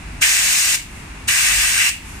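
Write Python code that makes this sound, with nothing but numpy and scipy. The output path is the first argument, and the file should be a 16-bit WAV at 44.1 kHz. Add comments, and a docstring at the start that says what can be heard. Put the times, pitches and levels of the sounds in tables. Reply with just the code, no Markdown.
"""Two sharp hissing bursts in a quiet room: a can of compressed air fired at a computer keyboard.
The jet hisses at the nozzle and roars in the gaps between the keys; desk and walls throw it back.
The can rings breathily as the second burst ends; the arm rustles softly after each burst.
Gain control at the close microphone ducks everything, room rumble included, during the bursts."""
import sys
import numpy as np
from scipy import signal
from scipy.fft import rfft, irfft
from scipy.io import wavfile
from scipy.ndimage import uniform_filter1d

SR = 44100
rng = np.random.default_rng(int(sys.argv[2]) if len(sys.argv) > 2 else 0)


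def master(y):
    """Save y as 16-bit WAV."""
    cut = np.clip(np.atleast_2d(y).T, -1, 1)
    pcm = np.round(cut * 32767)  # scale
    wavfile.write(sys.argv[1], SR, pcm.astype(np.int16))


N = 97020
TIME, HZ = np.arange(N) / SR, np.fft.rfftfreq(N, 1 / SR)


def amp(db):
    return 10 ** (np.asarray(db) / 20)


def unit_rms(x):
    return x / np.sqrt(np.mean(x ** 2) + 1e-20)


def curve(points, hz, column=1):
    """Table column interpolated over log frequency."""
    table = np.array(points, float)
    return np.interp(np.log(hz + 1), np.log(table[:, 0] + 1), table[:, column])


def noise(gain, channels=1):
    """Noise of rms 1 with the given spectrum."""
    return unit_rms(irfft(rfft(rng.standard_normal((channels, N))) * gain, N))


def smooth(x, lag_s):
    """One-pole lag."""
    pole = np.exp(-1 / (lag_s * SR))
    return signal.lfilter([1 - pole], [1, -pole], x)


def bumps(rows):
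    """Envelope of Gaussian bumps."""
    return sum(amp(db) * np.exp(-.5 * ((TIME - at_s) / sigma_s) ** 2) for at_s, sigma_s, db in rows)


def resonance(hz, width_hz):
    return 1 / (1 + (2 * (HZ - hz) / width_hz) ** 2)


def background():
    """Low room rumble, faint fan noise and mains hum."""
    # Each row: frequency in Hz, relative noise density in dB.
    spectrum = [(12, -36), (20, -6), (59, -0.5), (82, -6), (319, -14), (387, -20), (525, -26.5), (914, -19),
                (1140, -21), (2770, -19), (3010, -28.5), (3760, -29.5), (4560, -32), (9110, -31.5),
                (15000, -53.5)]
    # Each row: frequency in Hz, left-right correlation.
    correlation = [(60, 0.98), (180, 1), (550, 0.26), (1650, 0.11), (4970, 0.02), (15000, 0.04)]
    # Each row: frequency in Hz, rms level in dB.
    hum_tones = [(49, -43.5), (98.5, -49.5)]
    left, independent = rfft(rng.standard_normal((2, N)))
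    same = curve(correlation, HZ)
    right = same * left + np.sqrt(1 - same ** 2) * independent
    air = irfft(np.array([left, right]) * amp(curve(spectrum, HZ)), N)
    hum = sum(amp(db) * np.sqrt(2) * np.sin(2 * np.pi * (hz * TIME + rng.random()))
              for hz, db in hum_tones)
    return amp(-34) * unit_rms(air) + hum


def rumble_swells():
    """Brief swells of low noise at the microphone."""
    # Each row: centre in seconds, sigma in seconds, level in dB.
    swells = [(.09, 0.024, -33), (.175, 0.02, -37), (1.25, 0.034, -35), (1.58, 0.084, -29.5),
              (2.115, 0.018, -33)]
    # Each row: frequency in Hz, relative noise density in dB.
    spectrum = [(15, -29), (48, 10), (95, -8.5), (170, -13.5), (400, -53), (1500, -80)]
    return bumps(swells) * noise(amp(curve(spectrum, HZ)))


def valve(opens_s, closes_s, rise_s=.014, decay_s=.004):
    """Airflow builds as the valve opens and dies quickly when it shuts."""
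    opening = np.clip((TIME - opens_s) / rise_s, 0, 1) ** 2
    return opening * np.exp(-np.maximum(TIME - closes_s, 0) / decay_s)


def jet(roar_low_hz=1245, roar_high_hz=3300, roar_lag_s=.003):
    """Both bursts at one spot: air roars between the keys in one band, the nozzle hisses outside it."""
    # Each row: valve opening in seconds, closing in seconds.
    bursts = [(.205, 0.7543), (1.269, 1.895)]
    # One list per burst. Each row: time in seconds, hiss and roar in relative dB.
    flow = [
        [(0.222,-17.5,-17.5),(0.25,-15,-16),(0.278,-14.5,-19.5),(0.35,-15,-19),(0.433,-16,-21.5),(0.6,-15,-21.5),(0.665,-17,-22.5),(0.75,-16,-22)],
        [(1.29,-20,-20.5),(1.444,-15,-19),(1.506,-15.5,-18),(1.58,-17.5,-21.5),(1.622,-16,-18.5),(1.738,-19,-22.5),(1.81,-17,-15.5),(1.89,-17,-22)],
    ]
    # Jet colour, set by the aim. Each row: frequency in Hz, then relative dB for
    # first burst left, right, second burst left, right.
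    jet_spectra = [(201, -50.0, -56, -75, -62), (486, -34, -35, -32, -32.7), (650, -23, -25.5, -23, -24),
                   (1034, -22.5, -21.5, -19.5, -20), (1374, -17, -17.5, -13.5, -13),
                   (1880, -13, -6, -9, -2), (2170, -6, -6.5, -7, -4), (2536, -5.5, -8, -1.5, -6.5),
                   (3140, -10.5, -11.5, -9, -9.5), (4400.0, -11.2, -11.8, -10, -12),
                   (5480, -10.5, -8, -11, -7.5), (7300, -5.7, -6.5, -7.5, -6.5),
                   (8000.0, -5, -19, -2.5, -21), (8930, -6.0, -10.5, -5, -9),
                   (9830, -15, -11.5, -12.7, -11), (10800, -20, -18.5, -19, -18),
                   (15200, -19.5, -19, -18.8, -18)]
    # Hollows under the keys. Each row: frequency in Hz, width in Hz, lift in dB.
    hollows = [(1624, 36, 5.5), (1923, 17, 4.5), (2390, 37, 0.5), (2662, 79, 2.5)]
    hollow_gain = amp(sum(db * resonance(hz, width_hz) for hz, width_hz, db in hollows))
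    band = 1 / (1 + (HZ / roar_high_hz) ** 20) * (1 - 1 / (1 + (HZ / roar_low_hz) ** 10))
    air = np.zeros((2, N))
    for burst, (opens_s, closes_s) in enumerate(bursts):
        at_s, hiss_db, roar_db = np.transpose(flow[burst])
        colour = amp([curve(jet_spectra, HZ, column=1 + 2 * burst + side) for side in range(2)])
        hiss = noise(colour * np.sqrt(1 - band)) * amp(5 + np.interp(TIME, at_s, hiss_db))
        roar = noise(colour * hollow_gain * np.sqrt(band)) * amp(5.5 + np.interp(TIME, at_s, roar_db))
        air += hiss * valve(opens_s, closes_s) + roar * valve(opens_s + roar_lag_s, closes_s)
    return air


def desk(x, t60_s=.03, delay_s=.0006):
    """Direct sound at two microphone ports plus quick reflections off keyboard and desk."""
    # Each row: frequency in Hz, direct share of the power from 0 to 1.
    direct_share = [(300, 0.86), (1250, 0.76), (1900, 0.16), (2800, 0.33), (3300, 0.58), (3550, 0.73),
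                    (3950, 0.02), (5300, 0.53), (7500, 0.26), (9500, 0.12), (15000, 0.1)]
    # Each row: frequency in Hz, phase lead of the left port in radians.
    port_lead = [(300, 2), (700, 0.83), (1550, -0.5), (2100, 1.53), (2500, 1.9), (2850, 0.84), (3250, 2.5),
                 (3450, 3.5), (3750, 2.5), (3950, 1), (5500, 0.3), (7000, 1.07), (8200, 1.2), (9000, -0.1),
                 (15000, 3.5)]
    taps = rng.standard_normal((2, N)) * (TIME > delay_s) * amp(-60 * TIME / t60_s)
    reflected = rfft(taps / np.linalg.norm(taps, axis=1, keepdims=True))
    direct = np.exp(1j * curve(port_lead, HZ) * np.array([[.5], [-.5]]))
    share = curve(direct_share, HZ)
    paths = np.sqrt(share) * direct + np.sqrt(1 - share) * reflected
    broad_gain = np.sqrt(uniform_filter1d(abs(paths) ** 2, size=1300, axis=1))
    return irfft(rfft(x) * paths / broad_gain, N)  # only the fine ripple colours the sound


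def room(x, level_db=-7.5, delay_s=.007):
    """Short diffuse tail off the walls, each band dying at its own rate."""
    # Each row: frequency in Hz, T60 in seconds.
    decay_times = [(300, 0.37), (1000, 0.13), (2400, .36), (6000, 0.26), (14000, 0.27)]
    hz, t, bands = signal.stft(rng.standard_normal((2, SR // 2)), SR, nperseg=256)
    t60_s = curve(decay_times, hz)[:, None]
    tail = signal.istft(bands * amp(-60 * t / t60_s) / np.sqrt(t60_s), SR, nperseg=256)[1]
    tail *= np.arange(tail.shape[1]) / SR > delay_s
    return amp(level_db) * signal.fftconvolve(x, tail / np.linalg.norm(tail[0]), axes=1)[:, :N]


def spray(spots=5, flutter_db=.1, flutter_hz=160):
    """Several spots along the jet, each with its own reflections; turbulence flutters them together."""
    flutter = amp(flutter_db * noise(1 / (1 + (HZ / flutter_hz) ** 2)))
    near = [desk(flutter * jet() + can_ring()) for _ in range(spots)]
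    return sum(x + room(x) for x in near) / np.sqrt(spots)


def arm_rustle():
    """The arm moves between the bursts and lifts at the end: soft puffs of bright noise."""
    # Each row: centre in seconds, sigma in seconds, level in dB.
    rustles = [(0.956, 0.07, -44.5), (2.07, 0.04, -42), (2.167, 0.062, -42.5)]
    # Each row: frequency in Hz, relative noise density in dB.
    spectrum = [(300, -35), (2000, 7), (4200, -5), (7500, 3), (11500, -2.5), (15000, -18)]
    return bumps(rustles) * noise(amp(curve(spectrum, HZ)), channels=2)


def can_ring(pan_db=1.5):
    """The can's breathy ring as the valve starts to close: narrow-band noise, stronger on the right."""
    # Each row: centre in seconds, sigma in seconds, level in dB before panning.
    swells = [(1.866, 0.029, -16)]
    return bumps(swells) * noise(resonance(hz=2740, width_hz=350)) * amp([[-pan_db], [pan_db]])


def scene():
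    return spray() + background() + arm_rustle() + rumble_swells()


def record(dry):
    """Gain control ducks each burst and recovers; soft peak limiter and low-pass follow."""
    threshold_db, ratio, recovery_db_per_s = -19.5, 2.07, 28
    ceiling, cutoff_hz = .86, 15450
    power_db = 10 * np.log10(smooth((dry ** 2).mean(0), lag_s=.0021) + 1e-12)
    cut_db = np.maximum(power_db - threshold_db, 0) * (1 - 1 / ratio)
    recovery_db = TIME * recovery_db_per_s
    held_db = np.maximum.accumulate(cut_db + recovery_db) - recovery_db
    ducked = dry * amp(-smooth(held_db, lag_s=.022))
    limited = ducked / (1 + (ducked / ceiling) ** 8) ** (1 / 8)
    lowpass = signal.firwin(401, cutoff_hz, window=("kaiser", 9), fs=SR)
    return signal.oaconvolve(limited, lowpass[None], "same")


dry = scene()
out = record(dry)
master(out)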